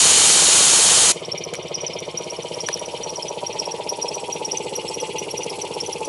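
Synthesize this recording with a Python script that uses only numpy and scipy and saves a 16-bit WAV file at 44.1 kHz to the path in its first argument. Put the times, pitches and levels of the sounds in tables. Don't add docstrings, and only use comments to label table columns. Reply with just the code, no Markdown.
import sys
import numpy as np
from scipy import signal
from scipy.io import wavfile
from scipy.ndimage import uniform_filter1d

SR = 44100
rng = np.random.default_rng(int(sys.argv[2]) if len(sys.argv) > 2 else 0)


def voltage_ratio(level):
    return 10 ** (np.asarray(level, float) / 20)


def dump(signal):
    limited = np.clip(np.atleast_2d(signal).T, -1, 1)
    pcm = np.round(limited * 32767).astype(np.int16)
    wavfile.write(sys.argv[1], SR, pcm)


N = 268128
TIME = np.arange(N) / SR
STROKES_PER_S = 16.272
SHUT_S = 1.1175


def rms_one(x):
    return x / np.sqrt(np.mean(x ** 2) + 1e-20)


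def in_time(rows):
    s, *columns = np.transpose(rows)
    return [np.interp(TIME, s, column) for column in columns]


def drift(rate_hz):
    r = np.exp(-80 * np.pi * rate_hz / SR)
    chance = rng.standard_normal(N // 40 + 2002)
    slow = signal.lfilter([1], [1, -2 * r, r * r], chance)[2000:]
    return np.interp(np.arange(N) / 40, np.arange(len(slow)), rms_one(slow))


def ring(push, hz, t60):
    r = voltage_ratio(-60 / (t60 * SR))
    w = 2 * np.pi * hz / SR
    return signal.lfilter([0, np.sin(w)], [1, -2 * r * np.cos(w), r * r], push + 1e-18)


def resonance(x, hz, width_hz):
    r = np.exp(-np.pi * width_hz / SR)
    w = 2 * np.pi * hz / SR
    return signal.lfilter([(1 - r * r) / 2, 0, (r * r - 1) / 2], [1, -2 * r * np.cos(w), r * r], x)


def coloured(spectrum, patchy_db):
    hz, level_db = np.transpose(spectrum)
    octaves = np.log2(min(hz[-1], 14000) / hz[0])
    edges = hz[0] * 2 ** np.arange(0, octaves + 0.3, 1 / 3)
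    together = drift(5.8)
    white = rng.standard_normal((2, N))
    out = 0
    for k, (low, high) in enumerate(zip(edges, edges[1:])):
        band_filter = signal.butter(2, [low, high], "band", fs=SR, output="sos")
        band = signal.sosfilt(band_filter, white[k % 2])
        band_db = np.interp(np.log(low * high) / 2, np.log(hz), level_db)
        flicker_db = patchy_db * (0.36 * together + drift(20.0))
        out = out + band * voltage_ratio(band_db + flicker_db)
    return rms_one(out)


def heard_db(levels_db, place):
    return np.interp(place, np.arange(len(levels_db)), levels_db)


def looped(ms, level_db, uneven_db):
    luck = rng.standard_normal((50, 2))
    s = 2 * np.arange(50) / STROKES_PER_S + ms / 1000 + 0.00012 * luck[:, 0]
    clicks = np.zeros(N + SR)
    clicks[(SR * s).astype(int)] = voltage_ratio(level_db + uneven_db * luck[:, 1])
    return clicks[:N]


# time in seconds, level in dB.
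JET_LEVEL = [(0.0, -11.5), (0.492, -12), (1.1, -12.5)]
# pitch in Hz, level in dB per Hz.
JET_COLOUR = [(24, -50), (40, -16), (409, -8.5), (483, -12), (796, -4.5), (1920, -9.5), (3080, -5.5),
              (5310, -4.5), (6900, -2), (10300, -3), (11600, -19.5), (15100, -50), (22000, -120)]
# pitch in Hz, width in Hz, level in dB.
NOZZLE_TONES = [(2380, 62, -5), (3115, 200, 1), (3760, 150, -4.5), (4300, 210, 0), (5000, 220, -16),
                (5840, 210, -9), (6760, 790, -0.5), (8500, 230, -7), (10240, 470, 3.5)]


def jet():
    rush = coloured(JET_COLOUR, patchy_db=0.5)
    nozzle = sum(voltage_ratio(level_db) * resonance(rush, hz, width_hz) for hz, width_hz, level_db in NOZZLE_TONES)
    hiss = rms_one(0.91 * rush + nozzle)
    after = np.clip(TIME - SHUT_S, 0, None)
    closing = 0.92 * voltage_ratio(-60 * after / 0.013)
    bleeding = 0.12 * voltage_ratio(-60 * after / 0.22)
    return voltage_ratio(in_time(JET_LEVEL)[0]) * (closing + bleeding) * hiss


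# pitch in Hz, level in dB per Hz.
YARD_COLOUR = [(18, -68), (30, -28), (155, -5), (238, -21), (467, 4), (716, -13.5), (960, -8),
               (1440, -26.5), (1760, -23), (2890, -14), (4850, -30.5), (5680, 0), (6500, -29), (8450, -57),
               (14300, -120)]


def yard():
    return voltage_ratio(-38.5) * coloured(YARD_COLOUR, patchy_db=3.0)


# pitch in Hz, level in dB per Hz.
LEAK_COLOUR = [(2650, -37), (4500, -14), (4890, -8.5), (5450, -4.5), (5780, -4), (6280, -13.5),
               (7020, -9.5), (10500, -10.5), (11000, -9.5), (11600, -28), (15100, -54), (22000, -120)]


def belt_leak(leak_db):
    turn = (TIME * STROKES_PER_S - 0.48) * 2 * np.pi
    tight = voltage_ratio(9.0 * (np.cos(turn) - 1) + 2.4 * drift(12.0))
    hiss = coloured(LEAK_COLOUR, patchy_db=0.6)
    hiss *= voltage_ratio(2.9 * drift(150.0))
    rub = resonance(hiss, 4400, 400) + voltage_ratio(5.0) * resonance(hiss, 10430, 1000)
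    whistle = voltage_ratio(-6.0 + 7.1 * drift(4.8)) * resonance(hiss, 7900, 400)
    return voltage_ratio(leak_db + 1.0) * (hiss + tight * rub + whistle)


# ms into the pair of strokes, level in dB.
VALVE_POPS = [
    (52.4, -20),
    (56.9, -30.5),
    (113.0, -21),
    (117.5, -26.5),
]
# pitch in Hz, width in Hz, then dB at flywheel, tank side, tank end.
AIR_COLUMN = [(160, 69.5, -16, -19, -18), (463.3, 229, 0.5, 1.5, 2.9), (897, 136, -22, -11, -12)]


def pops(place):
    clicks = sum(looped(ms, level_db, uneven_db=1.3) for ms, level_db in VALVE_POPS)
    out = np.zeros(N)
    for hz, width_hz, *levels_db in AIR_COLUMN:
        swing = clicks
        for _ in range(3):
            swing = resonance(swing, hz, width_hz)
        out += voltage_ratio(heard_db(levels_db, place)) * swing * SR / (1.7 * width_hz)
    return out


# ms into the pair of strokes, level in dB, hardness in Hz.
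KNOCKS = [(2.55, -7.5, 860), (33.08, -11, 1600), (39.5, -10, 1500), (44.51, -3, 590), (50.54, -1.5, 750),
          (55.05, -2.5, 440), (64.26, -3, 390), (93.9, -6, 1240), (100.34, -10.5, 1250), (104.3, -3, 1200),
          (109.7, 1.5, 1630), (115.5, -1.5, 670)]
# pitch in Hz, ring time t60 in seconds,
# then dB at flywheel, tank side, tank end.
BODY_TONES = [(112.2, 0.11, -20.5, -24, -20.5), (165.5, 0.028, -9, -16.5, -13.5),
              (320.6, 0.068, -14, -14, -11.5), (353.8, 0.088, -6.5, -11.5, -8), (404.7, 0.1, -33, -3.5, -2),
              (463.7, 0.064, -10, -6, -3), (501.6, 0.029, -10, -13.5, -3), (592.5, 0.046, -6, -3.5, -23.5),
              (633.4, 0.09, -6, -9, -24), (704, 0.051, -8, -19, -21), (801.5, 0.13, -13, -7, -11.5),
              (871.7, 0.22, -19, -3, -5), (903.4, 0.046, -16, -3.5, -20), (952, .16, -12.5, -6, -16.5),
              (1023, 0.31, -27, -29, -19), (1060, 0.6, -18, -30, -42), (1230, 0.062, -18, -31.5, -25)]
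THUMP_LEVELS = [-34.5, -29.5, -28.5]


def thumps(place):
    force = 0
    for ms, level_db, hard_hz in KNOCKS:
        soften = signal.butter(2, hard_hz, fs=SR)
        force = force + signal.lfilter(*soften, looped(ms, level_db, uneven_db=0.8))
    force = rms_one(force)
    out = np.zeros(N)
    for hz, t60, *levels_db in BODY_TONES:
        rattle = voltage_ratio(-18) * 4 * rng.standard_normal(N)
        drive = force * voltage_ratio(0.72 * drift(10.5)) + rattle
        drive = resonance(drive, hz, 60 + 0.12 * hz)
        out += voltage_ratio(heard_db(levels_db, place)) * rms_one(ring(drive, hz, t60))
    power = uniform_filter1d(out ** 2, SR // 3, mode="reflect")
    return voltage_ratio(heard_db(THUMP_LEVELS, place) - 2.5) * out / np.sqrt(power)


# pitch in Hz, width in Hz, then dB at flywheel, tank side, tank end.
INTAKE_TONES = [(2051, 96, -11.5, -6.5, -8), (2303, 276, -3, -12, -7.5), (2576, 240, -13, 1.5, -3.5),
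                (2848, 126, -7.5, -3, 0.5), (3076, 220, -0.5, -1, -6), (3320, 59, -8, 0, 0),
                (3553, 137, -4.5, -1.5, -8), (4275, 450, -11.5, -4, -9.5)]
CHUFF_LEVELS = [-37, -41.5, -36.5]


def chuff(place):
    turn = (TIME * STROKES_PER_S + 0.15) % 1
    rise = 1 - np.exp(-(turn / 0.075) ** 2.0)
    fall = np.exp(-(turn / 0.58) ** 3.6)
    suction = 0.28 + 1.6 * rise * fall * voltage_ratio(0.46 * drift(30.0))
    grit_db = 2.3 * rng.standard_normal(N // 40 + 1).repeat(40)[:N]
    air = suction * rng.standard_normal(N) * voltage_ratio(grit_db)
    out = np.zeros(N)
    for k, (hz, width_hz, *levels_db) in enumerate(INTAKE_TONES):
        once = resonance(air, hz, 1.6 * width_hz)
        twice = resonance(once, hz, 1.6 * width_hz)
        out += (-1) ** k * voltage_ratio(heard_db(levels_db, place) + 1.6 * drift(5.5)) * twice
    return voltage_ratio(heard_db(CHUFF_LEVELS, place)) * rms_one(out)


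GRIP_LOSS = [-12, 26.5, .463, 31.5, .457, 9.9, .605]
SLIP_DELAY = [29.2, 2, .2, 1.5, 0.11, .3, 0.023]
SLIP_PITCH = [5700, 22, .18, 67, -.11, 125, .49]
SLIP_LENGTH = [10.8, 1.6, .05, 1.9, .01, .6, .52]
PITCH_GLIDE = [-9, 20, -.26, 14, -.4, 4, -.11]
# loss in dB, delay in ms, pitch in Hz, length in ms, glide in kHz per second.
SLIP_SCATTER = [1.3, 1.0, 55, 2.0, 12]
SQUEAK_LEVELS = [-24.5, -22.5, -25]


def belt_slips(place):
    belt_lap, pulley_beat = 0.1382, 0.4294
    knee_db = 3
    stroke = np.arange(99)
    turns = np.outer(stroke, [belt_lap, pulley_beat, pulley_beat - belt_lap])
    rules = np.array([GRIP_LOSS, SLIP_DELAY, SLIP_PITCH, SLIP_LENGTH, PITCH_GLIDE])
    swings = [rule[0] + np.cos(2 * np.pi * (turns - rule[2::2])) @ rule[1::2] for rule in rules]
    grip_db = -knee_db * np.logaddexp(0, swings[0] / knee_db)
    swings[0] = np.maximum(grip_db, -17)
    scatter = SLIP_SCATTER * rng.standard_normal((99, 5))
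    loss_db, late_ms, hz, ms, glide = np.array(swings) + scatter.T
    s = stroke / STROKES_PER_S + late_ms / 1000
    level_db = heard_db(SQUEAK_LEVELS, place[(s * SR).astype(int)]) + loss_db
    level_db -= 22 * np.exp(-((s - SHUT_S - 0.08) / 0.03) ** 2)
    return list(zip(s, level_db, hz, np.clip(ms, 4, 26), glide))


OCTAVE_LEVELS = [-22, -19, -10]
# pitch in Hz, level in dB, ring time t60 in seconds.
SHELL_TONES = [(5060, 6, 0.26), (5535, -3, 0.15), (5770, 4.5, 0.15), (5850, -4, 0.22), (6060, -27, 0.15)]


def squeaks(place):
    wobble, flutter = drift(167.0), drift(120.0)
    grit = rng.standard_normal(N)
    rough = rms_one(signal.lfilter([1], [1, -1.9, 0.9025], grit))
    crisp = signal.lfilter(*signal.butter(2, 4800, "high", fs=SR), grit)
    slips = belt_slips(place)
    lucks = rng.standard_normal((len(slips), 2))
    out = np.zeros(N)
    for (s, level_db, hz, ms, glide), luck in zip(slips, lucks):
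        half = ms / 2000
        part = slice(int((s - 1.9 * half) * SR), int((s + 1.6 * half) * SR))
        u = (TIME[part] - s) / half
        pitch = hz + 1000 * glide * half * np.clip(u, -1, 1)
        pitch -= np.where(u < 0, 130, 260) * u ** 4
        pitch += 120 * wobble[part]
        pitch += 9.1 * ms * (0.3 - u ** 2)
        phase = 2 * np.pi * np.cumsum(pitch) / SR
        held = 1 / (1 + np.exp((np.abs(u) - 1.02) * ms * 1.3))
        fringe = 0.12 * np.clip((u + 1.9) * (1.6 - u), 0, 1)
        swell = voltage_ratio(level_db + 3.8 * flutter[part]) * (held + fringe)
        octave_db = heard_db(OCTAVE_LEVELS, place[part]) + 3.8 * luck[0] + 1.7 * u
        octave = voltage_ratio(octave_db) * (0.47 + 0.8 * rough[part])
        tick_shape = np.exp(-((u - 1.2) * half / 0.0008) ** 2)
        tick = voltage_ratio(level_db - 7 + 4.5 * luck[1]) * tick_shape * crisp[part]
        out[part] += swell * (np.sin(phase) + octave * np.sin(2 * phase)) + tick
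    shell = sum(voltage_ratio(level_db - 57.5) * ring(out, hz, t60) for hz, level_db, t60 in SHELL_TONES)
    return out + shell


# start in seconds, level in dB, pitch in Hz, ring time t60 in seconds,
# share of noise from 0 to 1.
LOOSE_KNOCKS = [
    (1.5371, -13, 7100, 0.016, 0.71),
    (1.5456, -17.5, 2420, 0.011, 0.65),
    (1.5524, -16, 5600, 0.017, 0.65),
    (2.6871, -5, 1760, 0.0094, 0.42),
    (2.688, -9, 1040, 0.018, 0.79),
    (2.775, -24, 1790, .012, .8),
]


def snaps():
    out = np.zeros(N)
    for s, level_db, hz, t60, noisy in LOOSE_KNOCKS:
        after = np.clip(TIME - s, 0, None)
        burst = (TIME >= s) * voltage_ratio(level_db - 60 * after / t60)
        dull = signal.butter(1, min(2.4 * hz, 12000), fs=SR)
        crack = rms_one(signal.lfilter(*dull, rng.standard_normal(N)))
        tone = np.sin(2 * np.pi * hz * after)
        out += burst * ((1.1 - noisy) * tone + 0.58 * noisy * crack)
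    return signal.lfilter(*signal.butter(2, 550, "high", fs=SR), out)


def channels_part(hiss):
    band = signal.butter(6, [7600, 9700], "band", fs=SR, output="sos")
    treble = signal.sosfilt(band, np.roll(hiss, 900))
    moment = np.clip(1 - ((TIME - 0.743) / 0.02) ** 2, 0, 1)
    return voltage_ratio(-5.5) * moment * treble * [[1], [-1]]


# time in seconds, place (0 flywheel, 1 beside the tank, 2 tank end),
# level of the leak in dB.
LISTENER_WALK = [
    (1.1, .01, -53),
    (1.5, 0.011, -58),
    (2.0, 0.15, -56),
    (2.5, 0.3, -48),
    (3.5, .88, -49.5),
    (4.3, 1.2, -47.5),
    (4.7, 2.06, -47),
    (5.2, 2.7, -46.5),
    (5.6, 1.58, -45.5),
    (6.08, 1.8, -45.5),
]


def scene():
    place, leak_db = in_time(LISTENER_WALK)
    hiss = jet()
    air = yard() + belt_leak(leak_db)
    machine = pops(place) + thumps(place) + chuff(place) + squeaks(place)
    lag = int(0.0085 * SR)
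    machine[lag:] += voltage_ratio(-15) * machine[:-lag]
    return machine + snaps() + air + hiss + channels_part(hiss)


def low_pass(x):
    return signal.sosfilt(signal.butter(12, 11780, fs=SR, output="sos"), x)


def record(dry):
    rounded = 1.239 * np.tanh(dry / 1.367)
    top_cut = signal.cheby2(20, 62, 11800, fs=SR, output="sos")
    mix = signal.sosfilt(top_cut, rounded)
    return low_pass(mix)


dry = scene()
out = record(dry)
dump(out)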